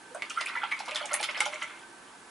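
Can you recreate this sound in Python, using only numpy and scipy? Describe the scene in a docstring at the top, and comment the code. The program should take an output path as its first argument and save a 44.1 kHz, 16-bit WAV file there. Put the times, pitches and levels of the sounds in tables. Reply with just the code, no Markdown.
"""A paintbrush is swished to and fro in a jar of water, slightly to the right, in a quiet studio.
Strokes trap bubbles (damped, rising sines with a froth) and stir up slosh, spray and gurgle (noise, small bubbles).
Spray slaps are dying noise bands; knocks of the handle on the jar are ticks with noise bursts.
Jar resonances colour bubbles, knocks, slosh and gurgle; a short room tail answers.
A fan hisses and whines faintly behind (shaped noise, wavering sines)."""
import sys
import numpy as np
from scipy import signal
from scipy.fft import rfft, irfft, next_fast_len
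from scipy.io import wavfile
from scipy.ndimage import map_coordinates

SR = 44100
rng = np.random.default_rng(int(sys.argv[2]) if len(sys.argv) > 2 else 0)


def volts_from_decibels(level):
    """Turn decibel levels (scalar or array-like) into linear amplitude factors."""
    exponent = np.asarray(level, float) / 20
    return 10 ** exponent


def persist_wave(psi):
    """Save psi, clipped to +-1, as 16-bit WAV."""
    counts = np.round(np.clip(psi, -1, 1) * 32767).astype(np.int16)
    wavfile.write(sys.argv[1], SR, np.atleast_2d(counts).T)


N = 101429


def unit(x):
    """Scaled to rms 1."""
    return x / np.sqrt(np.mean(x ** 2) + 1e-20)


def along(points, hz):
    """Interpolates (f/Hz, value) points on a log frequency axis."""
    f, v = np.transpose(points)
    return np.interp(np.log(hz + 1), np.log(f + 1), v)


def filtered(x, response):
    """x through a complex response of frequency."""
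    n = x.shape[-1]
    m = next_fast_len(n + 8192)
    return irfft(rfft(x, m) * response(np.fft.rfftfreq(m, 1 / SR)), m)[..., :n]


def bell(hz, centre_hz, octaves):
    """Gaussian band on an octave axis."""
    return np.exp(-0.5 * (np.log2((hz + 1) / centre_hz) / octaves) ** 2)


def wobble(knots_per_s):
    """Smooth random curve through normal knots."""
    knots = rng.standard_normal(int(N * knots_per_s / SR) + 4)
    return map_coordinates(knots, [np.arange(N) * knots_per_s / SR])


def place(s, rows):
    """Sums rows of samples, each from its own start time."""
    at = np.round(np.asarray(s) * SR).astype(int)[:, None] + np.arange(rows.shape[1])
    return np.bincount(at.ravel(), rows.ravel(), N + SR)[:N]


BUBBLE_RISE = 0.09  # fractional pitch climb over a t60
BUBBLE_ATTACK_AT_2KHZ_S = 0.0013  # inversely as pitch


def plips(s, db, hz, t60, size):
    """Bubbles ringing: damped sines with a soft start and a rising pitch."""
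    t = np.arange(size) / SR
    db, hz, t60 = np.array([db, hz, t60 + 1e-4])[..., None]
    turns = hz * (t + BUBBLE_RISE * t * np.minimum(t, t60) / (2 * t60))
    attack = 1 - np.exp(-t * hz / 2000 / BUBBLE_ATTACK_AT_2KHZ_S)
    return place(s, volts_from_decibels(db - 60 * t / t60) * attack * np.sin(2 * np.pi * turns))


# clear bubbles: t/s, relative level/dB, starting f/Hz, t60/s, froth level re bubble/dB
BUBBLES = [(0.112, -31, 485, 0.077, -27), (0.148, -24, 633, 0.041, -1), (0.16, -26, 692, 0.057, -15),
           (0.412, -25, 1058, 0.046, -20), (0.561, -17.5, 934, 0.032, -11),
           (0.633, -21.5, 860.5, 0.077, -3.5), (0.725, -49, 972, 0.035, 6), (0.804, -20.5, 817, 0.031, 1),
           (0.879, -19.5, 900, 0.016, 6.5), (0.948, -32, 614, 0.071, -6), (1.015, -27.5, 587, 0.052, -26),
           (1.035, -29.5, 807, 0.054, 5), (1.113, -31, 800, 0.058, 2), (1.119, -28, 598, 0.078, -16),
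           (1.138, -23, 796, 0.043, -2), (1.203, -14.5, 820, 0.03, -35), (1.287, -30, 588, 0.069, -18),
           (1.292, -28, 1040, 0.032, -9), (1.4, -24, 510, 0.049, -6), (1.41, -21, 835, 0.054, -10),
           (1.461, -12, 800, 0.021, 2.5), (1.461, -27, 595, 0.051, -12), (1.475, -26, 785, 0.054, 0),
           (1.495, -32, 602, 0.049, -21), (1.528, -33, 605, 0.085, -20), (1.628, -36.5, 604, 0.072, -12),
           (0.1471, -33.5, 1470, 0.052, 7.5), (0.2199, -52, 1025, 0.051, 11),
           (0.3043, -28, 1400, 0.031, -13), (0.3571, -48.5, 1314, 0.11, 13.5),
           (0.3731, -18.5, 1345, 0.074, -6), (0.4823, -32, 1400, 0.031, 6), (0.5522, -16, 1357, 0.029, -36),
           (0.6175, -21, 1375, 0.032, -3), (0.633, -12, 1334, 0.019, -17), (0.732, -26, 2240, 0.047, -21),
           (0.7223, -20.5, 1137, 0.04, -5.5), (0.8036, -34, 1410, 0.043, -16),
           (0.8834, -22, 1230, 0.019, -5), (0.9493, -30, 1430, 0.092, -21), (1.0032, -24, 1330, 0.023, 9),
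           (1.1059, -37.5, 1220, 0.051, 10.5), (1.1204, -25.5, 1395, 0.041, 5),
           (1.2316, -24, 1390, 0.017, 9.5), (1.291, -47, 1200, 0.018, -8), (1.3653, -36, 1450, 0.061, -19),
           (1.4067, -27.5, 1348, 0.1, 5), (1.4611, -24, 1410, 0.055, -23), (1.526, -32.5, 1314, 0.037, 1),
           (1.6193, -31.5, 1348, 0.1, -8), (1.6961, -27, 1340, 0.021, -18), (0.1935, -37, 2170, 0.035, 2),
           (0.2209, -20.5, 2190, 0.042, -21), (0.3018, -26, 2815, 0.032, 2), (0.3716, -32, 2010, 0.02, 6),
           (0.398, -22.5, 1996, 0.042, -3), (0.424, -24, 2034, 0.035, -1), (0.461, -18, 2400, 0.032, -3),
           (0.469, -17.5, 2570, 0.026, -14), (0.5547, -15, 1972, 0.018, 9), (0.618, -30, 3280, 0.027, -10),
           (0.633, -31.5, 2516, 0.05, 5), (0.7238, -13.5, 2182, 0.038, -8),
           (0.7722, -28.5, 2290, 0.017, 5.5), (0.8824, -39, 2460, 0.015, 11),
           (0.9109, -23, 2490, 0.0096, 11.5), (0.9583, -5, 3420, 0.0067, -20),
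           (1.0266, -28.5, 3170, 0.046, -4), (1.1104, -29, 2080, 0.034, -3), (1.1399, -17, 1913, 0.02, 1),
           (1.1892, -27, 2390, 0.044, -10), (1.2292, -36, 3370, 0.01, 6), (1.2885, -26, 2200, 0.053, 3.5),
           (1.3459, -26, 2200, 0.021, 0), (1.3643, -26.5, 2230, 0.015, 8.5), (1.4045, -8, 2182, 0.024, -18),
           (1.5584, -20.5, 2230, 0.021, -15), (1.6213, -21, 2056, 0.049, -8), (0.49, -32, 2300, 0.02, -8),
           (0.565, -27, 2020, 0.025, -14), (0.574, -22.5, 2110, 0.03, -17), (0.602, -30, 2090, 0.037, -5),
           (0.713, -24, 2032, 0.041, 4), (0.982, -24.5, 1670, 0.016, 7.5), (1.377, -28.5, 2080, 0.036, -12),
           (1.435, -28, 2200, 0.025, -6), (1.452, -20.5, 2190, 0.032, -19), (1.456, -23.5, 3150, 0.027, -6),
           (1.419, -36, 1395, 0.015, -11), (0.95, -32, 2090, 0.032, -14), (0.915, -32, 607, 0.076, -23),
           (.638, -23, 3080, 0.032, -2.5), (1.376, -24, 5150, 0.023, -10), (2.075, -47.5, 3030, 0.083, -12)]
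BUBBLE_DB = -5.5
FROTH_COUNT, FROTH_SPAN_S, FROTH_OCTAVES, FROTH_LIFE = 7, 0.025, 0.1, 0.45  # life: share of t60


def bubbles():
    """Clear bubbles, each with a froth of shorter ones near it in time and pitch."""
    s, db, hz, t60, froth_db = np.transpose(BUBBLES)[..., None]
    db = db + BUBBLE_DB
    u = rng.random((len(s), FROTH_COUNT))
    level_g, pitch_g = rng.standard_normal((2, len(s), FROTH_COUNT))
    late = FROTH_SPAN_S * u ** 2
    froth_level = db + froth_db + 3 * level_g - 250 * late  # later ones weaker
    froth_hz = hz * 2 ** (FROTH_OCTAVES * pitch_g)
    froth = [s + late, froth_level, froth_hz, FROTH_LIFE * t60 + 0 * u]
    clear = plips(*[c.ravel() for c in (s, db, hz, t60)], size=5000)
    return clear + plips(*[c.ravel() for c in froth], size=3000)


def swarm(hz, octaves, cycles, spread_db, count, size):
    """Many random small bubbles, each down 17 dB after the given cycles; rms 1."""
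    u = rng.random(count)
    level_g, pitch_g = rng.standard_normal((2, count))
    pitch_hz = np.clip(hz * 2 ** (octaves * pitch_g), 500, 12000)
    t60 = np.log(1000) * cycles / pitch_hz / 2
    return unit(plips(u * N / SR, spread_db * level_g, pitch_hz, t60, size))


def wash(spectrum):
    """Noise shaped by (f/Hz, level/dB) points, rms 1."""
    return unit(filtered(rng.standard_normal(N), lambda hz: volts_from_decibels(along(spectrum, hz))))


# brush strokes: t/s, relative slosh level/dB, spray level/dB, relative gurgle level/dB
STROKES = [(0.15, -62, -52.5, -29.5), (0.22, -24, -55, -35), (0.3002, -33, -46, -72),
           (0.376, -28, -45, -39), (0.402, -22, -36, -31), (0.4683, -23, -40, -37),
           (0.489, -20.5, -65, -40), (0.551, -40, -47, -54), (0.619, -22.5, -69, -31),
           (0.7093, -18, -41, -41), (0.7954, -29, -43, -43), (0.8795, -19, -46, -30.5),
           (0.91, -30.5, -62, -47), (0.9562, -18, -34.5, -27.5), (1.007, -40, -46, -32),
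           (1.0478, -48, -41, -46), (1.109, -28, -47, -26), (1.1358, -17, -50, -32.5),
           (1.193, -23.5, -37, -30), (1.2296, -17, -31.5, -38), (1.284, -15.5, -47, -57),
           (1.367, -23, -43, -31), (1.4007, -14, -34, -51), (1.4534, -24, -35, -27),
           (1.522, -20.5, -48, -32), (1.6128, -17, -42, -46), (1.692, -26.5, -73, -64)]
# churn left between strokes: t/s, slosh level/dB, spray level/dB
CHURN = [(0.051, -81, -82), (0.204, -52.5, -88), (0.354, -53.5, -51.5), (0.548, -44.5, -66),
         (0.704, -46.5, -61), (1.18, -44, -58.5), (1.33, -43, -55.5), (1.498, -46, -50),
         (1.718, -50.5, -61.5), (1.9, -66.5, -71)]
# slosh noise spectrum: f/Hz, relative density/dB
SLOSH_SPECTRUM = [(530, -53), (900, 7), (1230, 7.5), (1820, -27), (2160, 11.5), (3830, -5.5), (5000, -16),
                  (6500, -37), (11000, -120)]
# spray noise spectrum: f/Hz, relative density/dB
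SPRAY_SPECTRUM = [(1760, -17), (3000, 19.5), (3440, 16), (5720, -21.5), (10300, 7.5), (11200, -14),
                  (14600, -36), (22000, -120)]
STROKE_SLOSH_DB, STROKE_GURGLE_DB, CHURN_GURGLE_DB = -16, -13.5, -16.5  # last: re churn slosh
SWELL_S, FADE_S = 0.0089, 0.012  # linear rise, exponential time constant
SLOSH_NOISE_DB, SLOSH_BUBBLES_DB, SPRAY_NOISE_DB, FIZZ_DB = 1.5, 3.5, -4, -3  # mix before rms 1


def stirring():
    """Slosh, spray and gurgle: noise and small bubbles, swelling and fading with each stroke."""
    t = np.arange(N) / SR
    s, slosh_db, spray_db = np.transpose(CHURN)
    churn_db = (slosh_db, spray_db, slosh_db + CHURN_GURGLE_DB)
    gain = volts_from_decibels([np.interp(t, s, c, -80, -80) for c in churn_db])
    for start, slosh_db, spray_db, gurgle_db in STROKES:
        swell = np.clip((t - start) / SWELL_S, 0, 1)
        shape = swell * np.exp(-np.maximum(t - start - SWELL_S, 0) / FADE_S)
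        peak = volts_from_decibels([[slosh_db + STROKE_SLOSH_DB], [spray_db], [gurgle_db + STROKE_GURGLE_DB]])
        gain = np.hypot(gain, peak * shape)
    small = swarm(2023, 0.503, cycles=8, spread_db=5, count=3000, size=800)
    slosh = volts_from_decibels(SLOSH_NOISE_DB) * wash(SLOSH_SPECTRUM) + volts_from_decibels(SLOSH_BUBBLES_DB) * small
    fizz = swarm(6080, 0.718, cycles=10, spread_db=5, count=2500, size=300)
    spray = volts_from_decibels(SPRAY_NOISE_DB) * wash(SPRAY_SPECTRUM) + volts_from_decibels(FIZZ_DB) * fizz
    gurgle = swarm(800, 0.37, cycles=4.7, spread_db=4, count=700, size=2000)
    surge = volts_from_decibels(1.5 * np.array([wobble(40) for _ in gain]))
    layers = [unit(filtered(slosh, jar)), unit(spray), unit(filtered(gurgle, jar))]
    return (gain * surge * layers).sum(axis=0)


# spray slaps: t/s, relative level/dB, centre f/Hz, t60/s
SLAPS = [(0.1455, -25, 8600, 0.049), (0.2207, -17, 3930, 0.016), (0.2968, -17.5, 6270, 0.04),
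         (0.411, -30, 4300, 0.016), (0.4574, -18, 9200, 0.033), (0.488, -36, 4500, 0.025),
         (0.713, -33, 4100, 0.065), (0.764, -34, 4040, 0.051), (0.79, -21.5, 4400, 0.047),
         (0.798, -31, 6050, 0.027), (0.909, -21.5, 3640, 0.045), (1.028, -41, 3300, 0.023),
         (0.8566, -27.5, 4700, 0.094), (0.882, -24, 4150, 0.034), (0.9468, -14, 4150, 0.027),
         (0.957, -12.5, 5100, 0.022), (1.056, -17, 7900, 0.031), (1.132, -5, 6800, 0.018),
         (1.1394, 4, 10400, 0.014), (1.21, -14, 10200, 0.021), (1.2283, -8.5, 4130, 0.018),
         (1.2393, -17, 4250, 0.016), (1.3093, -24, 5150, 0.04), (1.4042, -3.5, 8300, 0.017),
         (1.455, -15, 5840, 0.032), (1.5411, -22, 6350, 0.026), (1.626, -20, 6400, 0.031),
         (1.79, -34, 9400, 0.027)]
SLAP_DB, SLAP_SKIRT_DB, SLAP_OCTAVES, SLAP_ATTACK_S = -15, -10, 0.25, 0.0007


def slaps():
    """Bursts of spray: dying noise around a centre, on a broad skirt cut below 3 kHz."""
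    t = np.arange(4000) / SR
    s, db, centre_hz, t60 = np.transpose(SLAPS)[..., None]

    def band(hz):
        low_cut = 1 + (3000 / (hz + 1)) ** 4
        return (bell(hz, centre_hz, SLAP_OCTAVES) + volts_from_decibels(SLAP_SKIRT_DB)) / low_cut

    noise = filtered(rng.standard_normal((len(SLAPS), len(t))), band)
    noise /= noise.std(axis=1, keepdims=True)
    decay = volts_from_decibels(db + SLAP_DB - 60 * t / (t60 + 1e-4))
    return place(s[:, 0], noise * decay * (1 - np.exp(-t / SLAP_ATTACK_S)))


# handle knocks on the jar: t/s, relative level/dB
KNOCKS = [(0.2216, -10), (0.4123, -12), (0.4705, -20), (0.492, -22), (0.5572, -29), (0.639, -20.5),
          (0.958, -29), (1.1404, -18), (1.2289, -10.5), (1.2402, -23), (1.4053, -4)]
KNOCK_DB, KNOCK_T60_S, KNOCK_HZ, KNOCK_OCTAVES = -19.5, 0.025, 2300, 0.59
TICK_DB, TICK_T60_S = 8.5, 0.0023  # level re burst


def knocks():
    """Handle on jar wall: one noise band with a sharp tick and a damped burst."""
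    t = np.arange(4000) / SR
    s, db = np.transpose(KNOCKS)
    noise = rng.standard_normal((len(s), len(t)))
    noise = unit(filtered(noise, lambda hz: bell(hz, KNOCK_HZ, KNOCK_OCTAVES)))
    decay = volts_from_decibels(-60 * t / KNOCK_T60_S) + volts_from_decibels(TICK_DB - 60 * t / TICK_T60_S)
    return place(s, noise * volts_from_decibels(db[:, None] + KNOCK_DB) * decay)


# jar resonances: f/Hz, width/Hz, relative level/dB
JAR = [(604, 30, 3), (1222, 40, -3), (1360, 40, 1), (2012, 30, 3), (2122, 45, 4), (3500, 90, 5)]
JAR_DB = -5


def jar(f):
    """Jar response: second-order resonances over a flat path."""
    modes = sum(volts_from_decibels(db) * 1j * f * w / (c * c - f * f + 1j * f * w) for c, w, db in JAR)
    return 1 + volts_from_decibels(JAR_DB) * modes


# room decay: f/Hz, t60/s
ROOM = [(300, 0.26), (1500, 0.12), (4000, 0.18), (10000, 0.12)]
ROOM_DB, WALL_DELAY_S, ROOM_ALIKE = -4.5, 0.004, 0.5  # alike: left-right correlation of tail


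def room(x):
    """Short noise tail with a decay set by frequency; drawn anew every tenth of a second."""
    out, step, turn = np.zeros((2, N + SR)), SR // 10, np.arccos(ROOM_ALIKE) / 2
    for at in range(0, N, step):
        hz, t, z = signal.stft(rng.standard_normal((2, SR // 3)), SR, nperseg=256)
        decay = volts_from_decibels(-60 * t / along(ROOM, hz)[:, None])
        a, b = signal.istft(z * decay, SR, nperseg=256)[1]
        tail = np.cos(turn) * a + np.sin(turn) * np.array([b, -b])
        wet = signal.fftconvolve(x[None, at:at + step], tail / np.linalg.norm(a), axes=1)
        out[:, at + round(WALL_DELAY_S * SR):][:, :wet.shape[1]] += wet
    return out[:, :N]


# fan hiss spectrum: f/Hz, relative density/dB
HISS_SPECTRUM = [(15, -45), (25, -42), (100, -17), (150, -10.5), (313, -3), (472, -6.5), (579, -10),
                 (916, -1), (1150, -8), (1250, -4.5), (1740, -7), (2080, -10.5), (3040, -13.5), (5210, -18),
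                 (10400, -17), (11200, -21.5), (14600, -85), (22000, -120)]
# hiss left-right correlation: f/Hz, correlation
HISS_ALIKE = [(60, 0.89), (220, 0.88), (830, 0.63), (3110, 0.35), (11600, 1)]
# fan tones: f/Hz, rms level/dB before wavering
WHINE = [(50, -85), (339.1, -73), (1163, -69), (1545, -64), (1723, -70)]
HISS_DB = -51.5


def fan():
    """Near-steady hiss, partly shared by both sides, with a few tones wavering in level and phase."""
    def split(hz):
        turn = np.arccos(np.clip(along(HISS_ALIKE, hz), -1, 1)) / 2
        return volts_from_decibels(along(HISS_SPECTRUM, hz)) * [np.cos(turn), np.sin(turn)]

    mid, side = filtered(rng.standard_normal((2, N)), split)
    hiss = volts_from_decibels(HISS_DB + 0.077 * wobble(4.9)) * unit(np.array([mid + side, mid - side]))
    t = np.arange(N) / SR
    tones = np.zeros(N)
    for hz, db in WHINE:
        level = np.sqrt(2) * volts_from_decibels(db + 4.3 * wobble(34.47))
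        tones += level * np.sin(2 * np.pi * hz * t + 0.9 * wobble(12))
    return hiss + tones


def scene():
    """Water and jar sounds, stripped of bass as the jar radiates none; room tail and fan added."""
    wet = filtered(bubbles() + knocks(), jar) + slaps() + stirring()
    wet = signal.sosfilt(signal.butter(3, 350, "high", fs=SR, output="sos"), wet)
    return wet + volts_from_decibels(ROOM_DB) * room(wet) + fan()


def low_pass(x):
    """Removes everything above the highest recorded frequency."""
    return signal.sosfilt(signal.butter(12, 12180, fs=SR, output="sos"), x)


# microphone balance: f/Hz, left minus right level/dB
LEAN = [(60, -2.5), (170, -0.5), (490, -5), (1410, -2), (4040, -1.0), (11600, 0)]
TOP_HZ, ABOVE_TOP_DB = 11100, -31
NARROW_HZ, NARROW_DB = 6800, -1  # side level above NARROW_HZ


def record(dry):
    """Microphone pair: slightly stronger on the right, narrower in the treble, top cut."""
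    def mic(hz):
        top_db = ABOVE_TOP_DB * (hz > TOP_HZ) - 30 * np.maximum(hz / TOP_HZ - 1, 0)
        return volts_from_decibels(along(LEAN, hz) * [[0.5], [-0.5]] + top_db)

    left, right = filtered(dry, mic)
    mid = (left + right) / 2
    side = filtered((left - right) / 2, lambda hz: volts_from_decibels(NARROW_DB * (hz > NARROW_HZ)))
    return low_pass(np.array([mid + side, mid - side]))


dry = scene()
out = record(dry)
persist_wave(out)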